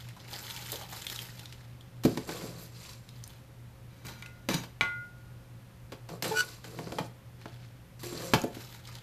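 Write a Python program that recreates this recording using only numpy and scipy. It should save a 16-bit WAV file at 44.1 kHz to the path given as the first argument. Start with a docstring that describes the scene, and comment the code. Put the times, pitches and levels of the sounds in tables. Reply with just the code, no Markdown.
"""Gritty potting soil grinds along a trowel scooping it off a plastic sheet into a tall plastic pot.
The blade is tapped clean and rings; the pot knocks down, turns with a squeak and slides over spilt grains.
Soil is a crowd of tiny ringing grains, blows are noise cracks with modal thuds, and gliding tones with
overtones make the groans and squeaks of plastic and a thin ring of the pot wall.
Behind it lie the air of a small quiet room, its short echo and a low wavering appliance hum."""
import sys
import numpy as np
from scipy import signal
from scipy.fft import rfft, irfft
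from scipy.io import wavfile

SR = 44100
rng = np.random.default_rng(int(sys.argv[2]) if len(sys.argv) > 2 else 0)


def to_wav(s):
    """Save 16-bit WAV."""
    ch = np.atleast_2d(s).T  # columns
    pcm = np.round(np.clip(ch, -1, 1) * 32767)  # PCM
    wavfile.write(sys.argv[1], SR, pcm.astype(np.int16))


N = 397782
TIME = np.arange(N) / SR
EDGE_HZ = 14500  # upper edge of the recorder's band

# Colour of soil grinding on the blade: (frequency [Hz], relative level [dB])
SOIL_COLOUR = [(90, -6), (180, 5.5), (500, -0.5), (900, -12), (1300, 2), (2000, 2), (3500, 0.5), (5000, 0),
               (7400, -5), (9400, -12.5), (13600, -8), (14500, -37)]
# Colour of grit hissing under the pot: (frequency [Hz], relative level [dB])
HISS_COLOUR = [(590, -53.5), (1000, 0.5), (1500, -2.5), (1910, -0.5), (3100, -2), (4140, 2), (7250, -2),
               (9370, -7), (13400, -4), (14500, -22)]
# Colour of the pot wall's drone: (frequency [Hz], relative level [dB])
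DRONE_COLOUR = [(90, -63.5), (160, 9), (250, -16), (350, -6), (480, -0.5), (620, -6), (900, -7.5),
                (1300, -0.5), (2400, -20.5)]
# Colour of the crack in a blow: (frequency [Hz], relative level [dB])
CRACK_COLOUR = [(100, -18), (300, 8.5), (900, 3), (1600, 3), (4200, -0.5), (6500, -3.5), (9500, -10),
                (14000, -6)]
# Colour of the blade scraping the wall: (frequency [Hz], relative level [dB])
SCRAPE_COLOUR = [(90, -13), (170, 16), (300, 4.5), (600, -6), (1000, -4), (2300, -4), (4000, -7.5),
                 (6500, -10.5), (9500, -17.5), (13500, -9.5), (14500, -30)]
# Colour of the room air: (frequency [Hz], relative level [dB])
AIR_COLOUR = [(20, -13), (29, -10), (40, -3.5), (75, 1), (125, -3), (200, -6), (400, -15), (700, -18),
              (2000, -23), (4000, -29), (8000, -34.5), (14000, -33)]
AIR_DB = -54.5  # rms
# Steady lines of the appliance: (frequency [Hz], rms level [dB], unsteadiness [share])
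HUM_LINES = [(120.2, -50.5, 0.42), (172.6, -66.5, 0.057), (536, -70.5, 0.32)]
# Decay of the room: (frequency [Hz], t60 [s])
ROOM_DECAY = [(120, 0.35), (400, 0.33), (2000, 0.35), (6000, 0.28), (14000, 0.36)]

# Sharp resonances the grains excite in the blade: (frequency [Hz], width [Hz], gain [dB])
BLADE_RESONANCES = [(918, 95, 20), (3280, 190, -19), (4000, 160, 4.5), (5760, 80, -8), (7130, 85, 7),
                    (7440, 83, 4), (10540, 140, 9.5), (11960, 53, 15), (13400, 160, 10)]
# Sharp resonances of the pot's wall: (frequency [Hz], width [Hz], gain [dB])
WALL_RESONANCES = [(880, 89, 11.2), (1128, 52, 3.4), (1505, 45, 6), (2395, 91, 3.7), (2320, 44, 1.2),
                   (2660, 40, 6), (4100, 120, 3.4), (4500, 170, 3.9), (4780, 70, 5.5), (6140, 77, 2.9),
                   (7400, 61, 5.7), (7590, 22, 18)]
# Resonances of blade and wall pressed together: (frequency [Hz], width [Hz], gain [dB])
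SCRAPE_RESONANCES = [(915, 25, 16.5), (1590, 50, 8), (2320, 70, 11.5), (3830, 160, 12), (4078, 54, 15.5),
                     (4720, 99, 9), (6020, 58, 15), (6630, 40, 12), (6930, 74, 12)]
# Modes of the filled pot on the table: (frequency [Hz], relative level [dB], t60 [s])
POT_MODES = [(152, -8.5, 0.077), (159.3, 5, 0.11), (218, -8.5, 0.17), (255.6, 6, 0.083), (314.4, 6, 0.045),
             (343.3, -7, 0.042), (430.6, -2.5, 0.13), (551.4, 8.5, 0.046), (698, 8.5, 0.059)]
# Modes of the trowel: (frequency [Hz], relative level [dB], t60 [s])
BLADE_MODES = [(901, -38, 0.36), (1120, -33, 0.26), (1432, -31.5, 1.22), (1599, -41.5, .25),
               (2048, -32, 0.51), (2280, -36, 0.11), (2320, -18, 0.028), (2490, -43, 0.18),
               (2830, -47, 0.092), (2910, -25.5, 0.027), (3360, -25.5, 0.024), (3850, -29, 0.043),
               (6300, -37, 0.17), (7940, -43, 0.23)]

# Groans and squeaks of slipping plastic, with the pot wall's thin ring near 4 kHz and the octave of
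# the groan: (start [s], rise [s], hold [s], release [s], pitch [Hz], level [dB])
PLASTIC_TONES = [(6.226, 0.012, 0.056, 0.1, 4020, -53), (6.301, 0.015, 0.019, 0.073, 442, -34),
                 (6.309, 0.0086, .003, 0.035, 845, -36.5), (6.331, .044, 0.033, 0.027, 1472, -26.5),
                 (6.345, .02, .025, .02, 2440, -44), (6.465, 0.0214, .005, .015, 1487, -50),
                 (8.03, 0.0087, 0.12, 0.047, 352, -45.5), (8.19, 0.049, 0.14, .04, 528, -47),
                 (8.449, 0.029, .008, 0.027, 439, -43.5)]
# Overtones of these tones: (multiple of the pitch, relative level [dB])
PLASTIC_OVERTONES = [(2, -12.5), (3.05, -18.5), (4, -15), (5, -32), (5.4, -19), (6.1, -39), (7.5, -42)]
PITCH_SAG = 0.0121  # a tone goes flat by up to this share as it slackens
# Taps of the trowel; where it is struck decides which modes speak:
# (time [s], relative level [dB], favoured frequency [Hz])
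BLADE_TAPS = [(4.05, -23.5, 1070), (4.2247, -18.5, 2720), (4.8101, 3.5, 2170)]
# Blows on pot and table: (time [s], crack level [dB], crack decay [s], brightness [dB/octave],
# thud level [dB], thud centre [Hz])
BLOWS = [(0.719, -20.5, 0.0043, 9.5, -35.5, 400), (2.036, -34, 0.013, 1, -48, 300),
         (2.051, -27, .0076, 0.5, -3, 284), (2.079, -32, .0085, -10, -19, 250),
         (2.1737, -27, 0.0048, -2, -18, 300), (2.291, -33.5, 0.0081, -1.5, -27, 364),
         (2.439, -47.5, .0055, -7, -25.5, 318), (4.051, -48, 0.045, 4.5, -34, 231),
         (4.083, -41, 0.019, -1, -53.5, 240), (4.4878, -21.5, 0.0057, -1.5, -14, 320),
         (4.548, -56, 0.017, -4, -20, 165), (4.636, -40, 0.011, -1, -38, 220),
         (4.8111, -38, .008, 0, -29, 213), (5.9203, -37.5, 0.012, -2.5, -29, 372),
         (6.089, -41, 0.013, -1, -34, 400), (6.224, -25, .0049, 1, -36, 430),
         (6.243, -30, 0.015, -1, -47, 300), (6.643, -41.5, 0.012, -1.5, -40, 440),
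         (6.7884, -31, 0.0062, -4.5, -23.5, 280), (6.871, -33, 0.0057, -10, -40, 380),
         (6.921, -33, 0.0053, -2.5, -23.5, 394), (6.985, -26, 0.01, -4, -25.5, 400),
         (7.004, -44, 0.014, -6, -25, 137), (7.4566, -31.5, 0.0048, -6, -33, 427),
         (8.033, -38.5, 0.011, 2, -30, 357), (8.126, -59, .005, -10, -26.5, 304),
         (8.3358, -14, .008, -2.5, -9.5, 275), (8.345, -21.5, 0.0041, -1, -13, 173),
         (8.438, -34.5, 0.0055, 2, -13, 355), (8.568, -35.5, .005, -11, -32, 340)]
# Largest crumbs snapping or landing on blade and sheet: (time [s], starting rms level [dB], pitch [Hz])
BIG_CRUMBS = [(0.087, -40, 2580), (0.165, -48, 885), (0.507, -33, 3540), (0.563, -33, 3470),
              (0.662, -40, 3220), (0.728, -39.5, 494), (0.812, -40, 795), (0.925, -39.5, 880),
              (1.067, -28.5, 3260), (1.099, -30, 3430), (1.16, -31, 3820), (1.19, -32.5, 3200),
              (1.394, -38, 3640), (1.457, -39, 3680), (1.525, -38, 3080), (1.809, -47.5, 3480),
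              (2.933, -43, 4580), (3.09, -43, 4350), (3.239, -35.5, 5850), (3.277, -36.5, 10500),
              (4.067, -37, 5000), (4.223, -41.5, 3730), (4.26, -40.5, 2450), (7.414, -50, 1770),
              (8.417, -31.5, 6860), (8.548, -48.5, 2340), (8.648, -46, 5070), (8.874, -38.5, 4830),
              (8.887, -47.5, 1230), (8.953, -39.5, 4240)]
CRUMB_CYCLES = 12.6  # cycles to fall to 1/e, so low crumbs last longer
# Blade pushed down along the inside of the pot: (start [s], rise [s], hold [s], release [s], level [dB])
SCRAPE_PUSHES = [(3.878, 0.051, 0.14, .02, -63.5), (4.04, .015, 0.024, 0.12, -48.5),
                 (4.496, .003, 0.043, 0.04, -33)]
# Pot sliding on the gritty sheet: (start [s], rise [s], hold [s], release [s],
# relative grit hiss level [dB], relative wall drone level [dB], drone centre [Hz])
SLIDES = [(2.039, .005, 0.064, 0.22, -45.5, -46, 286), (2.265, 0.016, 0.14, 0.13, -41.5, -41.5, 385),
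          (2.551, .03, 0.084, 0.017, -51.5, -63, 397), (2.684, 0.16, 0.06, 0.072, -47.5, -65, 450),
          (6.08, 0.041, 0.015, 0.032, -51, -39.5, 393), (6.225, 0.0083, 0.058, 0.039, -36.5, -32.5, 450),
          (6.333, 0.031, 0.051, 0.038, -37.5, -48.5, 457), (6.474, 0.016, 0.024, 0.062, -45.5, -58, 497),
          (6.631, 0.015, .13, 0.036, -51, -50, 463), (6.769, 0.012, 0.27, 0.021, -50, -42, 294),
          (7.992, 0.0033, .02, .03, -47, -68, 400), (8.026, 0.006, 0.1, 0.037, -43, -48, 390),
          (8.097, 0.085, 0.11, 0.094, -40, -41, 400)]
DRONE_FOCUS_DB = 3.5  # loss one octave from the drone's centre, growing as octaves squared
# Pushes of the trowel, soil moving on the blade:
# (start [s], rise [s], hold [s], release [s], relative level [dB], added fizz [dB])
SCOOP_PUSHES = [(0.0, 0.0017, 0.0088, 0.34, -48, -7), (0.23, .11, 0.44, 0.09, -39.5, -1),
                (0.845, 0.081, 0.25, 0.26, -41, 1), (2.525, 0.087, .025, .012, -59.5, 19),
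                (3.006, 0.13, .25, 0.027, -55, -7), (7.373, 0.047, 0.23, 0.048, -55, -35),
                (8.51, 0.03, 0.22, 0.061, -46.5, -2), (8.832, .02, 0.12, 0.053, -48.5, -7)]


def amp(db):
    """Decibels to gain."""
    return 10 ** (np.asarray(db) / 20)


def unit(x):
    """Scales to rms 1."""
    return x / np.sqrt(np.mean(x ** 2) + 1e-20)


def read(points, hz):
    """Reads a table along log frequency."""
    f, value = np.transpose(points)
    return np.interp(np.log(hz + 1), np.log(f), value)


def add(mix, s, sound):
    """Mixes a sound in at time s."""
    part = mix[max(round(s * SR), 0):][:len(sound)]
    part += sound[:len(part)]


def colour(x, db_at):
    """Causal minimum-phase filter whose gain in dB is a function of frequency."""
    hz = abs(np.fft.fftfreq(4096, 1 / SR))
    log_gain = np.log(amp(np.maximum(db_at(hz), -100)))
    taps = np.fft.ifft(np.exp(np.conj(signal.hilbert(log_gain)))).real
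    return signal.fftconvolve(x, taps)[:len(x)]


def peaks_db(peaks, hz):
    """The gain of a set of narrow resonances."""
    return sum(db / (1 + (2 * (hz - f) / width) ** 2) for f, width, db in peaks)


def waver(rate_hz):
    """Slow random motion of rms 1."""
    hz = np.fft.rfftfreq(N, 1 / SR)
    return unit(irfft(rfft(rng.standard_normal(N)) / (1 + (hz / rate_hz) ** 4), N))


def swell(start, rise, hold, release):
    """One push of the hand: it builds, holds and dies away exponentially."""
    t = TIME - start
    build = np.clip(t / max(rise, 1e-3), 0, 1)
    return build * np.exp(-np.clip((t - rise - hold) / max(release, 1e-3), 0, 20))


def joined(gains):
    """Overlapping pushes add in power."""
    return np.sqrt(sum(gain ** 2 for gain in gains))


def clicks(per_s, spread_db):
    """Random contacts of either sign, their sizes spread exponentially in dB."""
    hit = np.flatnonzero(rng.random(N) < per_s / SR)
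    sign, size = rng.choice([-1., 1.], N), rng.exponential(1, N)
    out = np.zeros(N)
    out[hit] = sign[hit] * amp(spread_db * np.minimum(size[hit], 4))
    return unit(out)


def grains(per_s, spread_db, cycles, clump_db, sharp, patch_db=5.0, count=18):
    """Crumbs of all sizes each ring a few cycles, among sharp fractures; they give way in clumps."""
    t, rings = np.arange(600) / SR, np.zeros(N)
    moments = np.arange(0, N / SR, .015)
    for hz in np.geomspace(400, 14000, count):
        ring = np.sin(2 * np.pi * hz * t) * np.exp(-hz * t / cycles)
        # each size comes and goes
        patches = np.interp(TIME, moments, amp(patch_db * rng.standard_normal(len(moments))))
        contacts = patches * clicks(per_s / count, spread_db)
        rings += np.sqrt(hz) * unit(signal.oaconvolve(contacts, ring)[:N])
    fractures = sharp * clicks(per_s / 2, spread_db)
    return (unit(rings) + fractures) * amp(clump_db * waver(50))


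def crumb(hz, skirt_db=3.0, narrow=5.1):
    """A crumb breaks in a short crackle around its own pitch."""
    t = np.arange(SR // 6) / SR
    noise = rng.standard_normal(len(t))
    crackle = colour(noise, lambda f: -skirt_db * np.log2(1 + (narrow * np.log2((f + 1) / hz)) ** 2))
    return unit(crackle) * np.exp(-t * hz / CRUMB_CYCLES)


def background():
    """Coloured noise for room air, and appliance lines that waver in strength and phase."""
    bed = amp(AIR_DB) * unit(colour(rng.standard_normal(N), lambda hz: read(AIR_COLOUR, hz)))
    for hz, db, unsteady in HUM_LINES:
        swing = 1 + unsteady * (waver(11) + 1j * waver(14))
        bed += amp(db) * unit((swing * np.exp(2j * np.pi * hz * TIME)).real)
    return bed


def room(x):
    """Dense reflections from table and shelves, each band dying at its own speed."""
    size = SR // 2
    present = (rng.random(size) < 3000 / SR) * (TIME[:size] > .004)
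    taps = rng.choice([-1., 1.], size) * present
    hz, t, bands = signal.stft(taps, SR, nperseg=256)
    fade = amp(-60 * t / read(ROOM_DECAY, hz)[:, None])
    tail = signal.istft(bands * fade, SR, nperseg=256)[1]
    return signal.fftconvolve(x, tail / np.linalg.norm(tail))[:N]


def plastic_tones(jitter=0.0067, flutter_db=2.14, rasp_db=-16, firm_db=-26, edge=0.39):
    """Uneven groans, squeaks and wall ring; a louder tone has more rasp and wall-coloured overtones."""
    out, drift, flutter = np.zeros(N), 1 + jitter * waver(280), flutter_db * waver(150)
    noise = rng.standard_normal(N)
    rasp = unit(colour(noise, lambda hz: read(HISS_COLOUR, hz) + peaks_db(WALL_RESONANCES, hz)))
    rasp *= amp(rasp_db)
    for *shape, hz, db in PLASTIC_TONES:
        grip = swell(*shape) ** 2  # a tone grows as the square of the push
        on = grip > .005
        level_db = db + 20 * np.log10(grip[on])
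        pitch = hz * (1 - PITCH_SAG * (1 - grip[on])) * drift[on]
        phase = 2 * np.pi * np.cumsum(pitch) / SR
        overtones = sum(amp(tone_db + peaks_db(WALL_RESONANCES, k * hz)) * np.sin(k * phase)
                        for k, tone_db in PLASTIC_OVERTONES if k * hz < EDGE_HZ)
        firmness = amp(edge * (level_db - firm_db))
        tone = np.sin(phase) + firmness * (overtones + rasp[on] * (1 + np.cos(phase)))
        out[on] += np.sqrt(2) * tone * amp(level_db + flutter[on])
    return out


def trowel(spread_db=5, hold_s=.22, muffle_db=12):
    """The tapped blade's modes ring until the hand muffles them; returns the ring and its attack."""
    ring, attack, t = np.zeros(N), np.zeros(N), np.arange(SR) / SR
    hz, mode_db, t60 = np.transpose(BLADE_MODES)[:, :, None]
    muffled_db = muffle_db * np.clip((t - hold_s) / 0.091, 0, 1)
    for s, db, favoured_hz in BLADE_TAPS:
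        level_db = db + mode_db - spread_db * np.log2(hz / favoured_hz) ** 2
        modes = amp(level_db - 60 * t / t60 - muffled_db) * np.sin(2 * np.pi * hz * t)
        note = modes.sum(0)
        add(ring, s, note)
        add(attack, s, note * np.exp(-t / 0.0015))
    return ring, attack


def knocks():
    """Each blow is a gritty crack and a thud; softer contact favours the pot's lower modes."""
    cracks, thuds, t = np.zeros(N), np.zeros(N), np.arange(SR // 3) / SR
    hz, mode_db, t60 = np.transpose(POT_MODES)[:, :, None]
    for s, crack_db, decay, bright, thud_db, centre_hz in BLOWS:
        def crack_colour(f):
            tilt_db = bright * np.log2((f + 300) / 2000)
            return read(CRACK_COLOUR, f) + peaks_db(WALL_RESONANCES, f) + tilt_db
        crack = unit(colour(rng.standard_normal(len(t)), crack_colour))
        add(cracks, s, amp(crack_db) * crack * np.exp(-t / max(decay, 1e-4)))
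        weight = amp(mode_db - 11.6 * np.log2(hz / centre_hz) ** 2)
        modes = weight * amp(-60 * t / t60) * np.sin(2 * np.pi * hz * t)
        thud = modes.sum(0) / np.linalg.norm(weight)
        add(thuds, s, amp(thud_db) * thud * (1 - np.exp(-t / 0.0032)))  # soft onset
    return cracks, thuds


def crumbs():
    """The large crumbs that stand out from the grit, each a short pitched crackle."""
    out = np.zeros(N)
    for s, db, hz in BIG_CRUMBS:
        add(out, s, amp(db) * crumb(hz))
    return out


def scraping():
    """Grit trapped between blade and wall rasps and sets both ringing."""
    grit = grains(per_s=6300, spread_db=3.5, cycles=0.95, clump_db=1.0, sharp=1.0, patch_db=3.5, count=8)
    rasp = unit(colour(grit, lambda hz: read(SCRAPE_COLOUR, hz) + peaks_db(SCRAPE_RESONANCES, hz)))
    return rasp * joined(amp(db) * swell(*shape) for *shape, db in SCRAPE_PUSHES)


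def sliding(hiss_db=-4.5, drone_db=-3):
    """Grains crush against the pot, and its judder sets the wall droning."""
    grit = grains(per_s=6000, spread_db=-4.0, cycles=1.75, clump_db=1.0, sharp=0.75)
    hiss = unit(colour(grit, lambda hz: read(HISS_COLOUR, hz) + peaks_db(WALL_RESONANCES, hz)))
    body_peaks = [(hz, 3.3 / t60, 6) for hz, db, t60 in POT_MODES]  # faster decay, wider peak
    judder = clicks(per_s=700, spread_db=3.5)
    wall = colour(judder, lambda hz: read(DRONE_COLOUR, hz) + peaks_db(body_peaks, hz))
    drone, hiss_gains = np.zeros(N), []
    for *shape, grit_db, wall_db, centre_hz in SLIDES:
        push = swell(*shape)
        voiced = unit(colour(wall, lambda hz: -DRONE_FOCUS_DB * np.log2((hz + 1) / centre_hz) ** 2))
        drone += amp(wall_db + drone_db) * push * voiced
        hiss_gains.append(amp(grit_db + hiss_db) * push)
    return hiss * joined(hiss_gains) + drone


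def scooping(coarse_db=-7.5, fizz_db=-2.0, fizz_power=1.7, lump_db=-13.0, lump_hz=3300,
             pellet_db=-19.5, pellet_hz=800):
    """Soil grinds along the blade; a firm push adds fizz, stray lumps snap and pellets knock."""
    grit = grains(per_s=3000, spread_db=-2.5, cycles=2.5, clump_db=3.0, sharp=0.98, count=24)
    grit = unit(colour(grit, lambda hz: read(SOIL_COLOUR, hz) + peaks_db(BLADE_RESONANCES, hz)))
    fizz = signal.sosfiltfilt(signal.butter(2, 7500, "high", fs=SR, output="sos"), grit)
    lumps = unit(signal.oaconvolve(clicks(per_s=110, spread_db=5.0), crumb(lump_hz))[:N])
    pellets = unit(signal.oaconvolve(clicks(per_s=23, spread_db=3.0), crumb(pellet_hz))[:N])
    push = joined(amp(db) * swell(*shape) for *shape, db, bright in SCOOP_PUSHES)
    # fizz rises more steeply than the push itself
    firm = joined(amp(db + bright) * swell(*shape) ** fizz_power for *shape, db, bright in SCOOP_PUSHES)
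    body = amp(coarse_db) * (grit - fizz) + amp(lump_db) * lumps + amp(pellet_db) * pellets
    return body * push + amp(fizz_db) * fizz * firm


def scene():
    """All sources on the table, with the room behind them."""
    plastic = plastic_tones()
    ring, attack = trowel()
    cracks, thuds = knocks()
    soil = crumbs() + scraping() + sliding() + scooping()
    sends = amp(-8.5) * soil + amp(-7.5) * cracks + amp(-8) * thuds
    sends += amp(-3.5) * attack + amp(-26) * plastic  # only the ring's attack feeds the room
    return (background() + room(sends) + plastic + ring + cracks + thuds + soil)[None]


def record(dry):
    """The recorder's band limit, a steep linear-phase low-pass."""
    low_pass = signal.firwin(401, EDGE_HZ, window=("kaiser", 8), fs=SR)
    return signal.oaconvolve(dry, low_pass[None], "same")


dry = scene()
out = record(dry)
to_wav(out)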